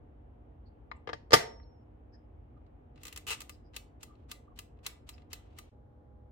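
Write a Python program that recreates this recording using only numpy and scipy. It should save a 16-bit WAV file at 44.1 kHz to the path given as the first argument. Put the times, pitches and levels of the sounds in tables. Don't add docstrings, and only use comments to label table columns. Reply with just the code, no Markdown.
import sys
import numpy as np
from scipy import signal
from scipy.fft import rfft, irfft, next_fast_len
from scipy.io import wavfile
from scipy.ndimage import map_coordinates

SR = 44100
rng = np.random.default_rng(int(sys.argv[2]) if len(sys.argv) > 2 else 0)


def dump(signal):
    limited = np.clip(np.atleast_2d(signal).T, -1, 1)
    pcm = np.round(limited * 32767).astype(np.int16)
    wavfile.write(sys.argv[1], SR, pcm)


N = 278368
TIME = np.arange(N) / SR
TOP_HZ = 16300
PLATE_HZ = 5410

# t/s, level/dB, bass weight of the seating knob/dB, favoured f/Hz
CLICKS = [(3.0328, -38.5, 0, 7600), (3.0521, -36, 12, 6340), (3.0672, -37, 15, 7700),
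          (3.08, -36.5, 19, 5730), (3.126, -38, 5, 2620), (3.161, -34, 7, 5600), (3.174, -33.5, 16, 7600),
          (3.4044, -34, 11, 2670), (3.4162, -35.5, 28, 6600), (3.494, -35.5, 23, 1190),
          (3.7635, -28.5, 16, 3800), (4.030, -35.5, 16, 7360), (4.314, -30, 8, 3760),
          (4.5888, -32.5, 2, 3080), (4.864, -23.5, 10, 3950), (5.0903, -35.5, 19, 3850),
          (5.3305, -29.5, 17, 4810), (5.5861, -35.5, 22, 1157)]
SEAT_S, SEAT_DB = 0.0029, -9
# f/Hz, relative density level/dB
HOUSING_CROWD = [(250, -49), (420, 1.5), (650, -15.5), (900, -1), (1700, -4), (2800, 0.5), (4100, -2.5),
                 (5200, -6), (8000, -4), (9200, -9), (12500, -7.5), (16000, -8.5)]
# f/Hz, t60/s
SMALL_PART_DECAY = [(500, 0.04), (2500, 0.025), (12000, 0.038)]
# t/s, level/dB, contact sharpness f/Hz, favoured f/Hz
KNOCKS = [(1.073, -27.5, 3320, 2570), (1.0904, -25.5, 3199, 1040), (1.0950, -28.5, 2663, 950),
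          (1.1308, -23.5, 4445, 632), (1.3069, -30, 8310, 4260), (1.32, -19, 6500, 2700),
          (1.329, -22, 5000, 1210), (1.598, -49, 2420, 1910)]
SLAM_S = 1.3314


def amp(db):
    return 10 ** (np.asarray(db) / 20)


def unit(x):
    return x / np.sqrt(np.mean(x ** 2) + 1e-20)


def along(points, hz):
    f, v = np.transpose(points)
    return np.interp(np.log(hz + 1), np.log(f + 1), v)


def wobble(rate):
    knots = rng.standard_normal(int(N * rate / SR) + 4)
    return map_coordinates(knots, [TIME * rate])


def filtered(x, response):
    m = next_fast_len(N + SR // 2)
    spectrum = rfft(x, m) * response(np.fft.rfftfreq(m, 1 / SR))
    return irfft(spectrum, m)[..., :N]


def add(track, s, sound):
    part = track[..., max(round(s * SR), 0):][..., :sound.shape[-1]]
    part += sound[..., :part.shape[-1]]


def ears(x):
    # f/Hz, correlation
    coherence = [(60, .94), (200, .96), (300, .65), (550, -.3), (1650, -.2), (5000, 0)]

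    def mid_side(hz):
        angle = np.arccos(np.clip(along(coherence, hz), -1, 1)) / 2
        return np.array([np.cos(angle), np.sin(angle)])

    mid, side = filtered(x, mid_side)
    return np.array([mid + side, mid - side])


def leaning(x, left_db):
    return x * amp(left_db * np.array([[.5], [-.5]]))


def hum(lines, waver):
    out = np.zeros(N)
    for hz, db in lines:
        phase = 2 * np.pi * hz * TIME + waver * wobble(7.4)
        out += np.sqrt(2) * amp(db) * np.sin(phase)
    return out


def background(dip_at_s=5.705, dip_s=0.014, rumble_db=-54.5):
    # f/Hz, relative density level/dB
    rumble_shape = [(22, -21.5), (37, -20), (48, 3), (78, 0.5), (130, -9), (185, -18.5), (240, -12),
                    (310, -16), (480, -17.5), (750, -21.5), (1500, -36.5), (3100, -47.5), (4500, -63),
                    (8000, -70)]
    # f/Hz, gain/dB
    rumble_change = [(200, -1), (700, -2.5), (1500, -1), (2700, -7), (4000, 0.5)]
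    # f/Hz, level/dB
    hum_first = [(237, -72.5), (301, -71.5), (479, -80), (721, -81.5), (824, -84.5)]
    hum_later = [(119, -74), (216, -76.5), (300, -76.5), (500.6, -74.5), (602, -78.5), (823.6, -75.5)]
    noise = filtered(rng.standard_normal((2, N)), lambda hz: amp(along(rumble_shape, hz)))
    rumble = amp(rumble_db) * unit(ears(noise))
    first = rumble + hum(hum_first, waver=0.91)
    duller = filtered(rumble, lambda hz: amp(along(rumble_change, hz)))
    later = duller + hum(hum_later, waver=0.55)
    dip = 1 - np.exp(-((TIME - dip_at_s) / dip_s) ** 4)
    return np.where(TIME < dip_at_s, first, later) * dip


def kitchen(x, t60, build_s):
    # f/Hz, gain/dB
    room_gain = [(120, -16), (310, -13.5), (470, -18), (700, -10.5), (1200, -12.5), (1700, -10),
                 (2700, -10), (5000, -12), (12000, -11.5)]
    hz, t, z = signal.stft(rng.standard_normal((2, SR * 2 // 3)), SR, nperseg=256)
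    fade = amp(-60 * t / along(t60, hz)[:, None]) * (1 - np.exp(-(t / build_s) ** 2))
    fade /= np.sqrt(np.mean(fade ** 2, axis=1, keepdims=True))
    gain = amp(along(room_gain, hz))[:, None]
    tail = signal.istft(z * fade * gain, SR, nperseg=256)[1]
    return signal.fftconvolve(x, tail / np.sqrt(tail.shape[1]), axes=1)


def room(x, build_s, count=24):
    # f/Hz, t60/s
    room_t60 = [(120, 0.5), (600, 0.48), (2000, 0.2965), (5000, 0.26), (8000, 0.245), (13000, 0.17)]
    out = np.zeros((2, N))
    for part, times in zip(np.array_split(x, count, axis=1), np.array_split(TIME, count)):
        add(out, times[0], kitchen(part, room_t60, build_s))
    return ears(out)


def fingers(q=22):
    # centre t/s, level/dB, f/Hz, half-length/s
    rubs = [(.675, -74.5, 4420, 0.026), (.968, -80, 7670, .014), (1.636, -73, 4280, 0.012),
            (2.147, -69.5, 5100, 0.03), (2.147, -71, 1690, 0.026), (2.575, -68, 1190, 0.019),
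            (3.535, -68, 5000, 0.034), (3.667, -80, 5000, 0.037), (4.115, -64, 1200, .05),
            (4.483, -59, 1150, .008), (4.517, -67, 1130, .025), (5.143, -63.5, 5030, 0.018)]
    out = np.zeros((2, N))
    for s, db, hz, half_length in rubs:
        swell = np.hanning(round(2 * half_length * SR))
        b, a = signal.iirpeak(hz, q / 2, SR)
        once = signal.lfilter(b, a, rng.standard_normal((2, len(swell))))
        rub = signal.lfilter(b, a, once)
        add(out, s - half_length, amp(db) * swell * unit(rub))
    return out


def friction(soft_hz, grain_db, grain_rate):
    def housing(hz):
        return amp(along(HOUSING_CROWD, hz)) / np.hypot(1, (hz / soft_hz) ** 2)

    noise = filtered(rng.standard_normal((2, N)), housing)
    return unit(noise * amp(grain_db * wobble(grain_rate)))


def rustle(fade_s=0.013):
    # start t/s, end t/s, level/dB
    grips = [(2.963, 3.04, -75), (3.047, 3.193, -65), (4.1, 4.24, -82.5), (5.135, 5.224, -76),
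             (5.376, 5.691, -77)]
    slide = np.zeros(N)
    for start, end, db in grips:
        slide += amp(db) * np.interp(TIME, [start - fade_s, start, end, end + fade_s], [0, 1, 1, 0])
    return slide * friction(soft_hz=3250, grain_db=2, grain_rate=120)


def climbing():
    share, longest_s, release_s = 0.14, 0.039, 0.0079
    relative_db = -26.5
    s, db, *_ = np.transpose(CLICKS)
    lengths = np.minimum(share * np.diff(s, prepend=0), longest_s)
    swells = np.zeros(N)
    for at, level, length in zip(s + SEAT_S, db, lengths):
        swells += amp(level + relative_db) * np.interp(TIME, [at - length, at, at + release_s], [0, 1, 0])
    return swells * friction(soft_hz=6150, grain_db=3.5, grain_rate=180)


def contacts(s, db, sharp_hz, weight_db, spot_hz):
    return np.column_stack(np.broadcast_arrays(s, db, sharp_hz, weight_db, spot_hz))


def ring(hits, hz, size, t60, attack, length, spot_db=0, bass_hz=500, scatter_db=3):
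    # f/Hz, likeness; and f/Hz, left-right difference/dB
    likeness = [(240, .98), (400, .4), (530, -.35), (700, -.35), (1400, .06), (3100, 0), (15000, 0)]
    ear_difference = [(110, 3), (200, -5), (340, -8), (470, -0.5), (700, 1), (1250, 4.5), (2200, 0.5),
                      (8000, -0.5), (15000, -1.5)]
    spot_octaves = 0.2
    t = np.arange(length) / SR
    decaying = np.exp(np.outer(2j * np.pi * hz - np.log(1000) / t60, t))
    waves = decaying * (1 - np.exp(-t / attack)) ** 2
    s, db, sharp_hz, weight_db, spot_hz = np.transpose(hits)[..., None]
    softness = np.hypot(1, (hz / sharp_hz) ** 3)
    favour_db = spot_db * np.exp(-(np.log2(hz / spot_hz) / spot_octaves) ** 2)
    bass_db = weight_db / (1 + (hz / bass_hz) ** 2)
    contact = amp(db + favour_db + bass_db) / softness
    phase, strength = rng.uniform(-1, 1, (2, len(s), len(hz)))
    start = -1j * size * contact * amp(scatter_db * strength) * np.exp(1j * np.pi * phase)
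    angle = np.arccos(np.clip(along(likeness, hz), -1, 1))
    apart = np.exp(.5j * angle * (-1) ** np.arange(len(hz)))
    pattern = amp(along(ear_difference, hz) / 2) * apart
    left = ((start * pattern) @ waves).real
    right = ((start / pattern) @ waves).real
    out = np.zeros((2, N))
    for at, l, r in zip(s[:, 0], left, right):
        add(out, at, np.array([l, r]))
    return out


def strike(hits, modes, modes_db, crowd, crowd_db, decay, attack, spot_db, count=420):
    hz, db, t60 = np.transpose(modes)
    strong = ring(hits, hz, amp(db + modes_db), t60, attack, SR // 2, spot_db)
    hz = TOP_HZ * ((np.arange(count) + 1 + rng.random(count)) / (count + 1)) ** 2
    size = amp(along(crowd, hz)) * np.sqrt(np.gradient(hz))
    size *= amp(crowd_db) / np.linalg.norm(size)
    weak = ring(hits, hz, size, along(decay, hz), attack, SR // 10, spot_db)
    return strong + weak


def twist():
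    # t/s, level/dB, teeth per s, contact sharpness f/Hz, favoured f/Hz
    quick_run = [(3.2665, -34.5, 181, 16100, 2900), (3.283, -33.5, 297, 13000, 3030),
                 (3.307, -31.5, 383, 11600, 2650), (3.327, -32.5, 440, 9100, 2730),
                 (3.347, -38.5, 350, 8400, 2700)]
    s, db, rate, sharp_hz, spot_hz = np.transpose(quick_run)
    passed = np.cumsum(np.interp(TIME, s, rate, left=0, right=0)) / SR
    at = TIME[1:][np.diff(np.ceil(passed)) > 0]
    late_s, uneven_db = (rng.uniform(-1, 1, (len(at), 2)) * [.0009, 3.5]).T
    level_db = np.interp(at, s, db) + uneven_db
    return contacts(at + late_s, level_db, np.interp(at, s, sharp_hz), 0, np.interp(at, s, spot_hz))


def dial(spot_db, modes_db):
    # f/Hz, level/dB, t60/s
    housing_modes = [(1205, -15.5, 0.086), (2023, -15, 0.063), (2617, -13.5, 0.05), (2786, -12.5, 0.03),
                     (3032, -10, 0.015), (4010, -14, 0.047), (4355, -21.5, 0.065), (5044, -21, 0.059),
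                     (6040, -20, 0.031), (6900, -17.5, 0.03), (7340, -11, 0.013), (8030, -10.5, 0.014)]
    # t/s, level/dB, favoured f/Hz
    play_ticks = [(2.573, -74, 1201), (2.664, -65.5, 4500), (2.958, -53.5, 7200), (2.976, -51.5, 2587),
                  (3.549, -62, 5000), (3.7352, -52, 3000), (3.742, -46.5, 4086), (4.153, -61, 4200),
                  (4.771, -69, 2636), (4.789, -63, 2650), (4.8565, -41, 2300), (4.957, -60, 2700),
                  (5.139, -54.5, 5050), (5.18, -51.5, 2640), (5.219, -56, 2040), (5.3163, -47, 2700)]

    def housing(hits, favour_db):
        return strike(hits, housing_modes, modes_db, crowd=HOUSING_CROWD, crowd_db=-1.5,
                      decay=SMALL_PART_DECAY, attack=0.00044, spot_db=favour_db)

    s, db, weight_db, spot_hz = np.transpose(CLICKS)
    drops = contacts(s, db, sharp_hz=16600, weight_db=-30, spot_hz=spot_hz)
    seats = contacts(s + SEAT_S, db + SEAT_DB, sharp_hz=6550, weight_db=weight_db, spot_hz=spot_hz)
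    s, db, spot_hz = np.transpose(play_ticks)
    ticks = contacts(s, db, sharp_hz=4230, weight_db=11, spot_hz=spot_hz)
    single = housing(np.vstack([drops, seats, ticks]), spot_db)
    return single + housing(twist(), spot_db + 2)


def latch_tongue(spot_db):
    # t/s, level/dB, contact sharpness f/Hz, bass weight/dB, favoured f/Hz
    taps = [(0.9142, -30, 12130, 2, 2290), (0.9178, -36, 3000, 4, 1300)]
    # f/Hz, relative density level/dB
    tongue_modes = [(1070, -2, 0.098), (1190, -3, .04), (1910, -7.5, 0.029), (2066, -8, 0.035),
                    (4020, -18, 0.034), (5000, -25.5, 0.04), (6900, -29.5, 0.03)]
    tongue_crowd = [(290, -47.5), (500, -15), (697, -21.5), (985, -4), (1530, -16.5), (2050, -9),
                    (3130, -24.5), (4140, -28), (12000, -88), (15600, -108), (22000, -120)]
    return strike(taps, tongue_modes, modes_db=-6, crowd=tongue_crowd, crowd_db=-4,
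                  decay=SMALL_PART_DECAY, attack=0.00022, spot_db=spot_db)


def shell(spot_db, modes_db):
    # f/Hz, level/dB, t60/s
    lid_modes = [(581, -5, 0.07), (713, -6, 0.07), (825.3, -8, 0.064), (904.6, -10, 0.11), (920, -34.5, .8),
                 (1190, 1.5, 0.05), (1380, -13.5, 0.07), (1517, -17, 0.093), (1700, -4, 0.045),
                 (1822, -8, 0.05), (1950, -7.5, 0.04), (2060.6, -8.5, 0.066), (3180, -9, 0.059),
                 (4708, -12.5, 0.05), (4920, -12.5, 0.044), (5218, -9, 0.049), (PLATE_HZ, -42, 0.7),
                 (6770, -21, .04), (11230, -24, 0.065)]
    # f/Hz, t60/s
    lid_crowd = [(60, -45), (150, -22.5), (220, -11), (300, -12), (460, 0), (800, -1.5), (1300, -11.5),
                 (1800, -3), (2500, -12.5), (3600, -13.5), (5200, -12), (7000, -18.5), (10000, -27.5),
                 (12500, -25.5), (16000, -37.5)]
    lid_decay = [(150, 0.075), (1000, 0.021), (5000, 0.048), (14000, 0.076)]
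    chatter_s, chatter_loss_db = .0029, -0.5
    rebound_s, rebound_db, rebound_loss_db = 0.017, -22.5, 6.5
    slam_db, slam_weight_db = -5, -2
    k, bounce = np.arange(4), np.arange(3)
    slams = contacts(SLAM_S + chatter_s * k, slam_db - chatter_loss_db * k,
                     sharp_hz=14954, weight_db=slam_weight_db, spot_hz=4870)
    rebounds = contacts(SLAM_S + rebound_s * (bounce + 1), rebound_db - rebound_loss_db * bounce,
                        sharp_hz=6520, weight_db=slam_weight_db, spot_hz=677)
    s, db, sharp_hz, spot_hz = np.transpose(KNOCKS)
    knocks = contacts(s, db, sharp_hz, weight_db=-5, spot_hz=spot_hz)
    hits = np.vstack([slams, rebounds, knocks])
    return strike(hits, lid_modes, modes_db, crowd=lid_crowd, crowd_db=-4.5,
                  decay=lid_decay, attack=.0004, spot_db=spot_db)


def thump(knock_db=-24, slam_db=-25.5, feet_hz=800):
    # f/Hz, level/dB, t60/s
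    feet_modes = [(88, -12, 0.18), (120.8, -1.5, .15), (148, -2.5, 0.13), (317, -3, .14), (436, 8, 0.075),
                  (457, 14, 0.059), (490, 10.5, 0.061)]
    s, db, *_ = np.transpose(KNOCKS)
    pushes = contacts(np.append(SLAM_S, s), np.append(slam_db, db + knock_db), feet_hz, 0, feet_hz)
    hz, mode_db, t60 = np.transpose(feet_modes)
    return ring(pushes, hz, amp(mode_db), t60, attack=0.0018, length=SR // 2)


def lid(spot_db, modes_db):
    return latch_tongue(spot_db) + shell(spot_db, modes_db) + thump()


def scene(lid_down_s=1.28, ajar_db=-4, ajar_left_db=4, dial_left_db=1.5):
    ajar = TIME < lid_down_s
    rubbing = climbing() + fingers() + rustle()
    lid_direct = leaning(lid(spot_db=5, modes_db=-12.5), ajar * ajar_left_db)
    dial_direct = leaning(dial(spot_db=4.5, modes_db=-3) + rubbing, dial_left_db)
    lid_echo = amp(2.0) * room(amp(ajar * ajar_db) * lid(spot_db=0, modes_db=-18), build_s=.008)
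    dial_echo = amp(0.55) * room(dial(spot_db=0, modes_db=-5.5) + rubbing, build_s=0.0042)
    return lid_direct + dial_direct + lid_echo + dial_echo + background()


def record(dry):
    rounded = dry / (1 + (dry / .95) ** 8) ** (1 / 8)
    return filtered(rounded, lambda hz: 1 / (1 + (hz / TOP_HZ) ** 160))


dry = scene()
out = record(dry)
dump(out)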